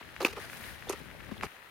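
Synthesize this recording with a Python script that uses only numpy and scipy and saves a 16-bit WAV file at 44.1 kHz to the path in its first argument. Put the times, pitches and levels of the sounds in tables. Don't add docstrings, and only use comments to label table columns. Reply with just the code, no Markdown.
import sys
import numpy as np
from scipy import signal
from scipy.io import wavfile

SR = 44100
rng = np.random.default_rng(int(sys.argv[2]) if len(sys.argv) > 2 else 0)


def generate_wav(signal):
    frames = np.transpose(np.atleast_2d(signal))
    scaled = np.clip(frames, -1, 1) * 32767
    pcm = np.round(scaled).astype(np.int16)
    wavfile.write(sys.argv[1], SR, pcm)


N = 74970

# (pitch [Hz], width [Hz], level [dB])
PEBBLE_MODES = [(796, 283, 0.004), (1252, 403, 0)]
STONE_MODES = [(1680, 1090, 0.5), (2750, 595, 4.5), (3510, 1170, -4), (4930, 1370, -5)]
GRIT_MODES = [(6430, 1400, -4.5), (9100, 280, 0.5), (11500, 6800, -7.5), (15500, 2000, -13)]


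def from_db(db):
    return 10 ** (np.asarray(db) / 20)


def rms_one(x):
    return x / np.sqrt(np.mean(x ** 2) + 1e-20)


def panned(db):
    return from_db(np.array([[db / 2], [-db / 2]]))


def level_curve(rows):
    return from_db(np.interp(np.arange(N) / SR, *np.transpose(rows)))


def at_hz(rows, hz):
    freqs, *columns = np.transpose(rows)
    return [np.interp(np.log(hz), np.log(freqs), c) for c in columns]


def drift(per_s):
    knots = rng.standard_normal(1000)
    return np.interp(np.arange(N) / SR * per_s, np.arange(len(knots)), knots)


def resonate(x, modes):
    out = 0
    for k, (hz, width, db) in enumerate(modes):
        r, w = np.exp(-np.pi * width / SR), 2 * np.pi * hz / SR
        ring = signal.lfilter([1, 0, -1], [1, -2 * r * np.cos(w), r * r], x + 1e-18)
        out = out + (-1) ** k * from_db(db) * (1 - r * r) / 2 * ring
    return out


def low_cut(x, hz):
    return signal.sosfilt(signal.butter(4, hz, "high", fs=SR, output="sos"), x)


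def grains(shape, per_s, spread_db=2.5):
    sizes = from_db(spread_db * np.minimum(rng.exponential(1, shape), 4)) * rng.choice([-1, 1], shape)
    return sizes * (rng.random(shape) < per_s / SR)


def shower(hold_s, modes, cut_hz, width, per_s=6000):
    attack_s, decay_s = 0.0016, 0.0058
    t = np.arange(SR // 12) / SR
    press = np.minimum(t / attack_s, 1) * np.exp(-np.maximum(t - hold_s, 0) / decay_s)
    mid, side = low_cut(resonate(press * grains((2, len(t)), per_s), modes), cut_hz)
    return np.sqrt(np.mean(press ** 2)) * (rms_one(mid) + width * rms_one(side) * [[1], [-1]])


def banded_noise(spectrum, stereo, flicker_db, flicker_per_s):
    out, edges = 0, np.geomspace(20, 17000, 30)
    white = rng.standard_normal((2, 2, N))
    shared_flicker = drift(flicker_per_s)
    for k, (low, high) in enumerate(zip(edges, edges[1:])):
        band = signal.butter(2, [low, high], "band", fs=SR, output="sos")
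        mid, side = signal.sosfilt(band, white[k % 2])
        hz = np.sqrt(low * high)
        alike, pan_db = at_hz(stereo, hz)
        gain = from_db(at_hz(spectrum, hz)[0] + flicker_db * (shared_flicker + drift(flicker_per_s)))
        pair = np.sqrt(1 + alike) * mid + np.sqrt(1 - alike) * side * [[1], [-1]]
        out = out + gain * panned(pan_db) * pair
    return rms_one(out)


def add(out, s, sound):
    i = int(np.clip(s * SR, 0, N - 1))
    out[:, i:i + sound.shape[1]] += sound[:, :N - i]


def shore_wash():
    spectrum = [(40, -12.5), (800, -4.5), (1750, -3.5), (2400, -10.5), (3400, -7.5), (5000, -25),
                (8000, -28), (16000, -24)]
    stereo = [(650, 0.86, -1), (1320, 0.0076, 0.5), (2100, 0, 14.5), (4360, 0, -1)]
    return from_db(-54.5) * banded_noise(spectrum, stereo, flicker_db=1.0, flicker_per_s=130)


def hiss():
    swell = [(0, -55.5), (.33, -56.5), (.41, -44), (.48, -48.5), (.70, -47.5), (.78, -54), (.96, -49.5),
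             (1.08, -57.5), (1.44, -56.5), (1.5, -58), (1.7, -65)]
    spectrum = [(300, -12.5), (700, -2.5), (1200, -2.5), (1750, 3.5), (2600, -4.5), (4000, -5.5),
                (6000, -14), (7800, -52), (9400, -13), (15500, -24)]
    stereo = [(600, 1, 0.33), (1460, 0.69, 5.8), (2920, 0.045, 6.2), (8000, 0.077, 2.2),
              (15000, 0.072, 11.6)]
    swish = banded_noise(spectrum, stereo, flicker_db=1.5, flicker_per_s=130)
    crackle = resonate(grains((2, N), per_s=640, spread_db=5), STONE_MODES + GRIT_MODES)
    return level_curve(swell) * (swish + from_db(-9.5) * rms_one(crackle))


def wind():
    gusts = [(0, -52), (.2, -57), (.29, -52), (.7, -50), (.8, -56), (.89, -48), (.97, -54.5), (1.05, -48.5),
             (1.2, -50.5), (1.465, -46), (1.49, -70)]
    spectrum = [(25, -24), (55, 1), (90, -0.5), (160, -3.5), (300, -7), (600, -14.5), (4000, -76)]
    stereo = [(60, 0.074, 10.1), (300, 0.11, 8.8)]
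    return level_curve(gusts) * banded_noise(spectrum, stereo, flicker_db=1.45, flicker_per_s=66)


def crunches():
    # (time [s], hold [s], thud [dB], pebbles [dB], stones [dB], grit [dB])
    presses = [ (.007, 0.0029, -57, -46, -57, -77), (0.2025, 0.009, -33.5, -36, -42, -51),
               (0.2155, 0.0057, -35.5, -39, -43.5, -50), (0.2259, 0.0029, -30, -38.5, -48, -46),
               (0.2305, 0.01, -38.5, -63, -47.5, -55), (0.2468, 0.0028, -33, -29, -30, -35.5),
               (0.2566, 0.011, -39.5, -36, -34.5, -43.5), (0.28, 0.002, -39.5, -43, -40, -50.5),
               (0.289, 0.024, -53, -56.5, -50.5, -57), (0.326, 0.0078, -46, -53, -46.5, -55.5),
               (0.365, 0.02, -42, -44, -54.5, -81), (0.869, 0.02, -47, -56, -59, -64),
               (0.8929, 0.005, -41, -40, -43.5, -35.5), (0.903, 0.0098, -46, -41, -48, -49.5),
               (0.922, 0.0049, -64, -50, -46.5, -46), (0.929, 0.0031, -37, -42.5, -45, -52),
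               (1.311, 0.017, -57, -56, -55.5, -68), (1.423, 0.0043, -43, -42.5, -46, -59),
               (1.43, 0.004, -39, -42, -41.5, -49.5), (1.439, 0.015, -51, -44.5, -46, -52.5)]
    brightness = [(.3, 18000), (.9, 11900), (1.44, 14200)]
    sole_modes = [(299, 147, -9), (400, 93, 0), (547, 190, -9)]
    # (contacts [1/s], low cut [Hz], stereo width [side/mid])
    textures = [(6070, 214, 0.085), (3880, 595, 0.11), (2110, 1240, 0.58), (16600, 3900, 0.82)]
    bodies = sole_modes, PEBBLE_MODES, STONE_MODES, GRIT_MODES
    out = np.zeros((2, N))
    for s, hold_s, *levels in presses:
        top_hz = np.interp(s, *np.transpose(brightness))
        dull = signal.butter(4, top_hz, fs=SR, output="sos")
        for db, modes, (per_s, cut_hz, width) in zip(levels, bodies, textures):
            add(out, s, from_db(db) * signal.sosfilt(dull, shower(hold_s, modes, cut_hz, width, per_s)))
    return out


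def tick(pitch_ratio):
    modes = [(1630, 760, 4), (2740, 990, 0), (4200, 630, -13)]
    tuned = [(hz * pitch_ratio, width, db) for hz, width, db in modes]
    ring = low_cut(resonate(signal.unit_impulse(SR // 50), tuned), hz=500)
    return ring / np.abs(ring).max()


def drops_and_click():
    ticks = [(.029, -37.5), (0.0478, -42), (0.0907, -36), (0.1641, -27.5), (0.366, -34), (0.4987, -32),
             (0.5323, -29.5), (0.6395, -31.5), (0.8244, -32), (1.113, -35.5), (1.2075, -35.5), (1.240, -39),
             (1.4108, -26.5), (1.467, -33)]
    out = np.zeros((2, N))
    for s, db in ticks:
        gain = from_db(db) * panned(4.5)
        pitch_ratio = from_db(0.87 * rng.normal())
        splash = shower(0, PEBBLE_MODES + STONE_MODES, cut_hz=310, width=1.0)
        add(out, s, gain * tick(pitch_ratio))
        add(out, s, gain * from_db(-24) * splash)
    patter = np.convolve(grains(N, per_s=380, spread_db=5), tick(0.94))[:N]
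    return out + from_db(-64) * panned(16) * rms_one(patter)


def knocks():
    # (time [s], pitch [Hz], peak [dB], 60 dB decay [s])
    hits = [(.217, 4480, -26, .002), (.2268, 4000, -30, 0.0035), (0.2489, 2528, -10, 0.011),
            (0.2491, 327, -18, 0.013), (0.871, 804, -38, 0.015), (.8882, 3580, -35, 0.014),
            (.898, 391, -25.5, .048), (.928, 2600, -34, 0.0085), (0.935, 1210, -35.5, 0.024),
            (1.1492, 597, -40, 0.0052), (1.2919, 640, -39, 0.004), (1.3128, 1700, -39, 0.0066),
            (1.3675, 587, -41, 0.0043), (1.3801, 3400, -38.5, .002), (1.4319, 2290, -28, 0.011),
            (1.4349, 1110, -19.5, 0.0046), (1.4346, 211, -33, 0.02)]
    rise_s, overtone_ratio, overtone_db = 0.00063, 1.38, -16
    out, t = np.zeros((2, N)), np.arange(SR // 10) / SR
    for s, hz, db, t60 in hits:
        phase = 2 * np.pi * hz * t
        modes = np.sin(phase) + from_db(overtone_db) * np.sin(overtone_ratio * phase)
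        envelope = np.exp(-np.log(1000) * t / t60) * (1 - np.exp(-(t / rise_s) ** 2))
        ring = low_cut(modes * envelope, hz=208)
        add(out, s, from_db(db) * ring[None] / np.abs(ring).max())
    return out


def fizz():
    swell = [(.44, -95), (.51, -56.5), (.71, -57), (.80, -70)]
    sparks = resonate(grains((2, N), per_s=3000), GRIT_MODES)
    return level_curve(swell) * rms_one(low_cut(sparks, hz=8500)) * panned(7.5)


def buffets():
    gusts = [(1.002, 0.015, -51), (1.312, 0.0078, -41.5)]
    boom = [(159, 108, 0)]
    out = np.zeros((2, N))
    for s, hold_s, db in gusts:
        add(out, s, from_db(db) * panned(17.5) * shower(hold_s, boom, cut_hz=100, width=0.46))
    return signal.sosfilt(signal.butter(2, 1110, fs=SR, output="sos"), out + 1e-18)


def scene():
    return crunches() + knocks() + drops_and_click() + buffets() + shore_wash() + hiss() + wind() + fizz()


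def record(dry):
    return signal.sosfilt(signal.ellip(12, .1, 80, 16100, fs=SR, output="sos"), dry)


dry = scene()
out = record(dry)
generate_wav(out)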